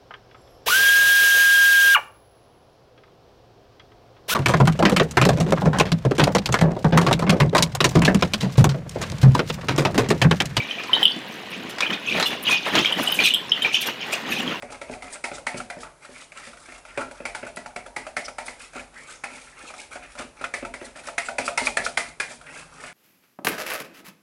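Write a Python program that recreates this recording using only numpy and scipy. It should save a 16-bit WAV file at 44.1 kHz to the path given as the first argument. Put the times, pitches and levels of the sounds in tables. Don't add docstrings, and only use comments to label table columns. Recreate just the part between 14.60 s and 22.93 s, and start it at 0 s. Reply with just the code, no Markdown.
import sys
import numpy as np
from scipy import signal
from scipy.fft import rfft, irfft, next_fast_len
from scipy.io import wavfile
from scipy.ndimage import uniform_filter1d, map_coordinates

SR = 44100
rng = np.random.default_rng(int(sys.argv[2]) if len(sys.argv) > 2 else 0)


def digitize_waveform(pressure):
    field = np.atleast_2d(pressure).T
    bounded = np.clip(field, -1, 1)
    quanta = np.round(bounded * 32767).astype(np.int16)
    wavfile.write(sys.argv[1], SR, quanta)


N = 367353
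T = np.arange(SR // 2) / SR

# frequency_hz, level_db
HISS_SPECTRUM = [(60, -19), (150, -23), (300, 2), (700, 3.5), (1500, -0.5), (3000, -13.5), (11000, -10)]
RUMBLE_SPECTRUM = [(15, -25), (30, 0), (44, 14.5), (62, 3.5), (100, 1), (200, -28), (600, -48)]
# time_s, effort_db
ARM_EFFORT = [(0, 0.5), (1.2, -2), (1.42, -13.5), (2.25, -4.5), (2.42, -0.5), (3.1, 0), (3.8, 1.5),
              (4.5, -11), (5.7, 2.5), (5.85, -0.5), (6.5, 1), (6.85, 8.5), (7.25, 6), (7.55, -4.5),
              (8.33, -7)]
# frequency_hz, t60_s
ROOM_DECAY = [(150, 0.44), (700, 0.32), (1400, 0.25), (2300, 0.33), (11000, 0.65)]
# start_s, level_db, pitch_hz, knock_gain_db, spot_hz, back_stroke_db
WIRE_IMPACTS = [(0.0237, -23.5, 2300, -21, 680, -51.5), (0.215, -23, 2170, -4, 610, -52),
                (0.423, -24.5, 2120, -13, 700, -48), (0.641, -13.5, 2140, -10, 830, -50),
                (0.868, -10.5, 2190, -12, 848, -47), (1.101, -19.5, 1510, -8.5, 710, -53),
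                (2.375, -21, 1434, 0.5, 607, -103), (2.654, -15, 2130, -9.5, 706, -77),
                (2.749, -17.5, 1485, -10.5, 826, -55), (2.97, -21, 1385, -9.5, 920, -67),
                (3.162, -18, 2106, -10.5, 677, -68), (3.364, -14.5, 2085, -13.5, 860, -58),
                (3.567, -10.5, 2020, -12.5, 680, -74), (3.784, -19, 1410, -7, 885, -48.5),
                (3.881, -20, 2130, -13, 950, -77), (4.638, -16, 2220, -12.5, 867, -50.5),
                (5.939, -13, 2140, -11.5, 595, -66), (6.14, -19.5, 2110, -11, 604, -52),
                (6.581, -8.5, 2050, -14, 704, -59), (6.784, -10, 2490, -10.5, 674, -44),
                (6.9768, -5.5, 2079, -15.5, 940, -34.5), (7.171, -6, 1720, -14, 710, -37.5),
                (7.374, -4, 1997, -20.5, 714, -53), (7.601, -8.5, 1664, -23, 725, -45.5)]
# frequency_hz, level_db, t60_s
WALL_MODES = [(1060, -17, 0.043), (1352, 3.5, 0.018), (1536, 8, 0.011), (1760, 6.5, 0.011),
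              (2050, -4, 0.075), (2133, 2.5, 0.027), (2300, 1.5, 0.0097), (2474, 1.5, 0.023)]
HOLLOW_MODES = [(244, -12, 0.12), (595.5, 5, 0.033), (706.6, -4.5, 0.12), (820.5, -0.5, 0.057),
                (944, -4.5, 0.081)]
FOOT_MODES = [(127, -11.5, 0.084), (199, -8.5, 0.052), (250, -1.5, 0.12), (365, -0.5, 0.056),
              (448, -4.5, 0.093), (584, 7, 0.041), (711, -6, 0.14), (874, 12.5, 0.011)]
# start_s, level_db, slap_gain_db
BOWL_BUMPS = [(0.029, -29, -23), (0.101, -35, -6), (0.296, -26, -13), (0.715, -28, -3), (0.943, -25, -4),
              (1.166, -31, -19), (1.49, -38.5, -16), (1.872, -38.5, 0), (2.084, -40.5, -17),
              (2.374, -22.5, -1.5), (2.602, -30, -7.5), (2.829, -30, -1.5), (2.972, -33.5, -21),
              (3.162, -33.5, -11), (3.365, -33, -15), (3.575, -34, -18), (4.156, -31, -7),
              (5.034, -39.5, -9), (5.306, -46, -18), (5.357, -36, -7), (5.594, -29, -1), (5.811, -30.5, -5),
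              (5.94, -35, -4), (6.025, -27, -7), (6.213, -29.5, -5.5), (6.789, -26, -5), (7.013, -26, -3),
              (7.195, -27, -12)]
# middle_s, half_length_s, gap_hz, glide_octaves_per_half_length, gap_gain_db, squish_db, crackle_db
STIR_SWEEPS = [(0.375, 0.021, 1400, 0.06, -5, -57, -71), (0.453, 0.027, 2090, -0.031, 6, -40.5, -50.5),
               (1.266, 0.014, 1330, 0.024, 9, -44.5, -73), (1.448, 0.031, 1340, -0.0093, 2, -48.5, -56.5),
               (1.56, 0.043, 2270, .3, 2, -48.5, -49.5), (1.621, 0.024, 2190, -0.041, 1, -49.5, -52),
               (1.771, 0.017, 2400, -0.016, -9, -45.5, -47), (1.839, 0.051, 2080, -0.12, -3, -47.5, -49),
               (2.041, 0.055, 1360, 0.022, -1, -50.5, -54.5),
               (2.14, 0.039, 2390, -0.091, -10, -45.5, -53.5),
               (2.344, 0.06, 1340, 0.00048, -13, -48.5, -57), (2.402, 0.019, 1305, 0.012, 8, -35, -44),
               (2.587, 0.042, 1400, 0.073, -1, -54, -58.5), (4.023, 0.03, 2730, .3, -6.5, -48, -47),
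               (4.185, 0.034, 2340, -.1, -19, -41.5, -47), (4.4, 0.045, 2050, .15, 0, -46, -52),
               (4.515, 0.032, 2320, 1, 2, -45, -48), (4.798, 0.096, 2250, -0.22, -2, -48, -52),
               (5.014, 0.035, 2490, -.07, -4, -45, -51.5), (5.093, 0.024, 2380, -.1, 2, -42, -51.5),
               (5.205, 0.038, 2390, .02, 5, -44, -48), (5.332, 0.013, 1340, 0.043, 1, -42.5, -43.5),
               (5.367, 0.014, 2320, 0.049, -5, -42, -54), (5.443, 0.023, 2340, -0.028, -1, -45.5, -58),
               (5.518, 0.025, 2430, 0, -10, -54, -55.5), (5.606, 0.019, 1206, 0.085, -2, -38, -44.5),
               (5.818, 0.039, 1356, .05, 7, -45.5, -55.5), (6.227, 0.027, 2370, -.1, 3, -52, -56),
               (6.383, 0.019, 2174, 0.15, -0.5, -41.5, -49), (6.469, 0.027, 2310, -0.065, -4, -42, -48),
               (7.912, 0.053, 2020, .2, -14, -44.5, -55), (7.981, 0.038, 1263, .1, -3, -42, -48.5),
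               (8.14, 0.044, 1366, 0.088, 10, -48, -57), (8.237, 0.05, 1310, 0.21, -16, -43.5, -49.5)]
# frequency_hz, level_db
CLICK_SPECTRUM = [(100, -11), (500, 3), (2500, 4.5), (3000, 2), (3800, -0.5), (4800, 1.5), (6500, -2.5),
                  (9500, 0.5), (11000, -9.5)]
CHURN_SPECTRUM = [(90, -12), (160, -20), (210, -10.5), (255, 0.5), (305, -9), (450, -6.5), (600, -0.5),
                  (700, -10), (850, -0.5), (1100, -17), (1800, -75.5)]
SQUISH_SPECTRUM = [(500, -44), (1000, -3), (1380, 7.5), (1750, -1), (2150, 3.5), (2500, 4.5), (2950, -6.5),
                   (4000, -16.5), (7000, -29)]
CRACKLE_SPECTRUM = [(1500, -18), (3200, 4.5), (5000, 4), (6500, 3), (9500, 4), (11000, -4.5)]
# start_s, level_db, pitch_hz
POCKET_BURSTS = [(0.122, -42, 1300), (0.336, -39.5, 2470), (0.555, -41.5, 1360), (0.781, -42, 1420),
                 (1.001, -32, 1370), (1.231, -36.5, 1270), (1.448, -42, 1350), (1.62, -45, 1370),
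                 (1.719, -42.5, 2380), (1.782, -46, 1370), (1.932, -46.5, 1410), (1.97, -48, 1470),
                 (2.121, -44, 2400), (2.18, -49, 1390), (2.251, -44, 1400), (2.511, -41, 1550),
                 (2.866, -36, 1420), (3.059, -38, 1400), (3.262, -43, 1320), (3.466, -36, 1325),
                 (3.681, -31, 1320), (4.133, -48, 1510), (4.194, -37.5, 2274), (4.501, -49, 2470),
                 (4.701, -45, 2170), (5.102, -40.5, 1260), (5.138, -40, 1250), (5.354, -40, 1350),
                 (5.552, -45.5, 1320), (5.813, -40, 1380), (5.84, -23.5, 1370), (6.049, -32.5, 1330),
                 (6.358, -46.5, 1330), (6.472, -39.5, 1790), (6.485, -34, 1350), (6.685, -27.5, 1467),
                 (6.878, -20, 1360), (7.069, -17.5, 2480), (7.263, -21.5, 1420), (7.705, -43, 2300),
                 (7.812, -47, 1410), (8.237, -36.5, 1310)]
# middle_s, half_length_s, level_db, pitch_hz, squeak_gain_db
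AIR_JETS = [(0.124, 0.006, -46, 8500, -8), (0.321, 0.003, -46, 8000, -10), (0.537, 0.0092, -37, 8300, 3),
            (0.752, 0.012, -40.5, 7500, -7), (0.981, 0.0076, -35.5, 8460, -11),
            (1.218, 0.005, -44.5, 6000, -10), (2.963, 0.0018, -39.5, 9400, 2),
            (3.657, 0.0066, -35.5, 5400, 4), (3.868, 0.0075, -38, 9200, -3), (5.079, 0.015, -46, 6900, -8),
            (5.593, 0.0067, -40, 5430, -7), (6.254, 0.0063, -41.5, 8430, -2), (6.473, 0.003, -38, 8000, -7),
            (6.664, 0.011, -37.5, 7670, 0), (6.864, 0.0073, -31.5, 8400, -7), (7.063, 0.006, -36, 9050, 2),
            (7.255, 0.0057, -29, 5000, -8)]
# time_s, level_db
DRONE_LEVELS = [(5.9, -69), (6.4, -66), (7.1, -62), (8.33, -58)]

TOP_HZ = 11200
BEAT_DB, BACK_DB, STIR_DB, POCKET_DB = -14.5, -44.5, -35.5, -38.5
CLICK_DB, CLICK_FALL, CLICK_GROWS = -20, 0.04, 0.2
WAKE_DB, WAKE_FALL, WAKE_GROWS = -5, 0.92, 0.98
SPRAY_DB, SPRAY_FALL, SPRAY_GROWS = -7, 0.56, 0.4
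SMACK_DB, SMACK_FALL = -4, 0.1


def amp(db):
    return 10 ** (np.asarray(db) / 20)


def unit(x):
    return x / np.sqrt(np.mean(x ** 2) + 1e-20)


def punch(x):
    return x / np.sqrt(np.max(uniform_filter1d(x ** 2, size=265)))


def along(points, hz):
    frequencies, values = np.transpose(points)
    return np.interp(np.log(hz + 1), np.log(frequencies), values)


def add(track, s, sound):
    part = track[max(round(s * SR), 0):][:len(sound)]
    part += sound[:len(part)]


def effort(s):
    return np.interp(s, *np.transpose(ARM_EFFORT))


def colour(x, spectrum):
    size = next_fast_len(len(x) + SR // 8)
    gain = amp(along(spectrum, np.fft.rfftfreq(size, 1 / SR)))
    return unit(irfft(rfft(x, size) * gain, size)[:len(x)])


def sparks(spread_db):
    return rng.standard_normal(len(T)) * amp(spread_db * np.clip(rng.standard_normal(len(T)), -2.5, 2.5))


def onset(rise_s):
    return 1 - np.exp(-(T / rise_s) ** 2)


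def swell(rise_s, t60_s):
    return onset(rise_s) * amp(-60 * T / t60_s)


def waver(rate_hz):
    knots = rng.uniform(-1.5, 1.5, int(len(T) * rate_hz / SR) + 4)
    return map_coordinates(knots, [T * rate_hz])


def clumps(rate_hz, depth_db):
    return unit(amp(depth_db * waver(rate_hz)))


def narrow(hz, width_hz):
    lowpass = signal.butter(2, width_hz, fs=SR, output="sos")
    in_phase, quadrature = signal.sosfilt(lowpass, rng.standard_normal((2, len(hz))))
    phase = 2 * np.pi * np.cumsum(hz) / SR
    return unit(in_phase * np.cos(phase) + quadrature * np.sin(phase))


def chirp(hz, bend, settle_s):
    return np.sin(2 * np.pi * hz * np.cumsum(1 + bend * np.exp(-T / settle_s)) / SR)


def ring(modes, rise_s, detune, sag=0, vary_db=2.0, sag_s=0.0406):
    hz, db, t60_s = np.transpose(modes)[:, :, None]
    size, shift, phase = rng.standard_normal((3, len(modes), 1))
    clock = np.cumsum(1 - sag * (1 - np.exp(-T / sag_s))) / SR
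    decays = amp(db + vary_db * size - 60 * T / t60_s)
    waves = np.sin(2 * np.pi * (hz * (1 + detune * shift) * clock + phase))
    return punch((decays * waves).sum(0) * onset(rise_s))


def room(x, wet_db):
    hz, t, noise = signal.stft(rng.standard_normal(len(T)), SR, nperseg=256)
    decay = amp(-60 * t / along(ROOM_DECAY, hz)[:, None])
    tail = signal.istft(noise * decay, SR, nperseg=256)[1][:len(T)]
    answer = signal.fftconvolve(x, tail * onset(0.00057))[:len(x)]
    return x + amp(wet_db) * np.std(x) * unit(answer)


def spatter(envelope, spectrum, spread_db, wet_db, tint_db=6.5):
    hz = np.linspace(100, TOP_HZ, 36)
    tinted_db = along(spectrum, hz) + tint_db * rng.uniform(-1.17, 1, len(hz))
    snaps = colour(sparks(spread_db), np.transpose([hz, tinted_db])) * envelope
    energy = np.abs(signal.fftconvolve(envelope ** 2, swell(0.00068, 0.31) ** 2)[:len(T)])
    hiss = unit(colour(sparks(spread_db=3.5), spectrum) * np.sqrt(energy))
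    return snaps + amp(wet_db) * np.sqrt(np.mean(envelope ** 2)) * hiss


def room_hiss():
    return amp(-56.0) * colour(rng.standard_normal(N), HISS_SPECTRUM)


def counter_rumble():
    sway = np.zeros(N)
    for s, db, _ in BOWL_BUMPS:
        add(sway, s, amp(db - 18.5) * swell(rise_s=0.044, t60_s=0.46))
    tremble = amp(-60.5 + 0.52 * effort(np.arange(N) / SR))
    return np.hypot(tremble, sway) * colour(rng.standard_normal(N), RUMBLE_SPECTRUM)


def wire_landings(gap_s=0.0024, loss_db=2):
    out = np.zeros(len(T))
    for k, late in enumerate(rng.random(size=3)):
        wall = ring(WALL_MODES, rise_s=0.0011, detune=0.031, sag=0.121)
        add(out, gap_s * k * (1 + (late - .5) / 2), amp(-loss_db * k) * wall)
    return punch(out)


def hollow(spot_hz, boost_db=9.5, width_hz=60):
    return [(hz, db + boost_db * np.exp(-((hz - spot_hz) / width_hz) ** 2), t60_s)
            for hz, db, t60_s in HOLLOW_MODES]


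def wire_clacks():
    out = np.zeros(N)
    for s, db, hz, knock_db, spot_hz, _ in WIRE_IMPACTS:
        click_db = CLICK_DB - CLICK_FALL * (db - BEAT_DB) + CLICK_GROWS * effort(s)
        slap = punch(chirp(hz, bend=0.16, settle_s=0.0011) * swell(0.002, 0.017))
        wall = punch(slap + wire_landings())
        knock = ring(hollow(spot_hz), rise_s=0.00069, detune=0.023)
        click = punch(spatter(swell(0.0032, 0.044), CLICK_SPECTRUM, spread_db=9.5, wet_db=-0.3))
        add(out, s - .0007, amp(db - 11.5) * room(wall, wet_db=-4.0))
        add(out, s, amp(db + knock_db - 6.5) * room(knock, wet_db=1.5))
        add(out, s - .003, amp(db + click_db + 2.5) * click)
    return out


def smack(rise_s, t60_s):
    return punch(colour(sparks(spread_db=5.5), SQUISH_SPECTRUM) * swell(rise_s, t60_s))


def bowl_thuds():
    out = np.zeros(N)
    for s, db, slap_db in BOWL_BUMPS:
        bump = ring(FOOT_MODES, rise_s=0.002, detune=0.029, vary_db=0.5)
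        slap = amp(slap_db) * smack(rise_s=0.00091, t60_s=0.039)
        add(out, s, amp(db - 5.0) * room(bump + slap, wet_db=-0.5))
    return out


def strokes(back_delay_s=0.11, back_half_s=0.029, back_gap_hz=2214, back_octaves=0.07, back_gap_db=-27):
    for s, *_, back_db in WIRE_IMPACTS:
        haste = amp(-0.34 * max(effort(s), 0))
        more_db = 0.32 * (back_db - BACK_DB)
        yield (s + back_delay_s * haste, back_half_s * haste, back_gap_hz, back_octaves, back_gap_db,
               -45.5 + more_db, back_db, -48 + more_db)
    for s, half_s, hz, octaves, gap_db, squish_db, crackle_db in STIR_SWEEPS:
        churn_db = squish_db - 3.5 + 0.58 * (squish_db - STIR_DB)
        yield s, half_s, hz, octaves, gap_db, squish_db, crackle_db, churn_db


def squelches(low_hz=1208, high_hz=2708, per_s=70, spread_db=6):
    out = np.zeros(len(T))
    life = T[:SR // 40]
    envelope = swell(0.0025, 0.022)[:len(life)]
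    for k, (when, pitch, bend, size) in enumerate(rng.random((int(per_s * T[-1]), 4))):
        glide = 1 + 0.3 * (bend - .5) * (1 - np.exp(-life / 0.0055))
        hz = low_hz * (high_hz / low_hz) ** pitch * glide
        tone = np.sin(2 * np.pi * np.cumsum(hz) / SR)
        add(out, (k + when) / per_s, amp(spread_db * (2 * size - 1)) * envelope * tone)
    return unit(out)


def batter_swishes(lead_s=0.2):
    out = np.zeros(N)
    for s, half_s, hz, octaves, gap_db, squish_db, crackle_db, churn_db in strokes():
        start = max(s - lead_s, 0)
        progress = (start + T - s) / half_s
        stroke = np.exp(-.5 * np.abs(progress) ** 2.4)
        glide = 2 ** (octaves * np.clip(progress, -2, 2)) * (1 + 0.0403 * waver(rate_hz=50))
        paste = colour(sparks(spread_db=0.0), SQUISH_SPECTRUM) * clumps(rate_hz=70.6, depth_db=8.0)
        air = narrow(hz * glide, width_hz=190) * clumps(rate_hz=68.8, depth_db=11.0)
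        squish = amp(squish_db - 0.47) * unit(paste + amp(gap_db) * air + amp(-3) * squelches())
        churn = amp(churn_db) * colour(rng.standard_normal(len(T)), CHURN_SPECTRUM)
        snapping = stroke * clumps(rate_hz=180, depth_db=5.0)
        threads = spatter(snapping, CRACKLE_SPECTRUM, spread_db=8.0, wet_db=-1.5)
        add(out, start, room(stroke * (squish + churn), wet_db=-2.5) + amp(crackle_db) * threads)
    return out


def pocket_plops():
    out = np.zeros(N)
    for s, db, hz in POCKET_BURSTS:
        excess_db = db - POCKET_DB
        wake_db = WAKE_DB - WAKE_FALL * max(excess_db, 0) + WAKE_GROWS * effort(s)
        spray_db = SPRAY_DB - SPRAY_FALL * excess_db + SPRAY_GROWS * effort(s)
        bend = -0.046 + 0.19 * rng.standard_normal()
        pocket = punch(chirp(hz, bend, settle_s=0.0013) * swell(0.0015, 0.018))
        parting = amp(SMACK_DB - SMACK_FALL * excess_db) * smack(rise_s=0.002, t60_s=0.064)
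        spray = punch(spatter(swell(0.00053, 0.089), CRACKLE_SPECTRUM, spread_db=-1.5, wet_db=-3.0))
        add(out, s, amp(db + 1.5) * room(pocket + parting, wet_db=-11.0))
        add(out, s, amp(db + spray_db) * spray)
        wake = ring(hollow(spot_hz=648), rise_s=0.0013, detune=0.038)
        add(out, s, amp(db + wake_db + 4.0) * room(wake, wet_db=4.5))
    return out


def air_squirts(lead_s=0.05):
    out = np.zeros(N)
    for s, half_s, db, hz, squeak_db in AIR_JETS:
        progress = (T - lead_s) / half_s
        burst = np.exp(-.5 * progress ** 2)
        glide = 2 ** (-0.06 * np.clip(progress, -2, 2))
        squeak = punch(burst * narrow(hz * glide, width_hz=0.075 * hz))
        spit = punch(spatter(burst, CRACKLE_SPECTRUM, spread_db=-1.0, wet_db=-7.5))
        add(out, s - lead_s, amp(db) * punch(spit + amp(squeak_db) * room(squeak, wet_db=-11.0)))
    return out


def low_drone(pitch_hz=152):
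    level_db = np.interp(np.arange(N) / SR, *np.transpose(DRONE_LEVELS))
    return amp(level_db) * narrow(np.full(N, pitch_hz), width_hz=18.0)


def scene():
    whisking = wire_clacks() + pocket_plops() + bowl_thuds() + batter_swishes() + air_squirts()
    return (whisking + counter_rumble() + room_hiss() + low_drone())[None]


def record(dry):
    return signal.sosfilt(signal.ellip(12, .1, 80, TOP_HZ, fs=SR, output="sos"), dry)


dry = scene()
out = record(dry)
digitize_waveform(out)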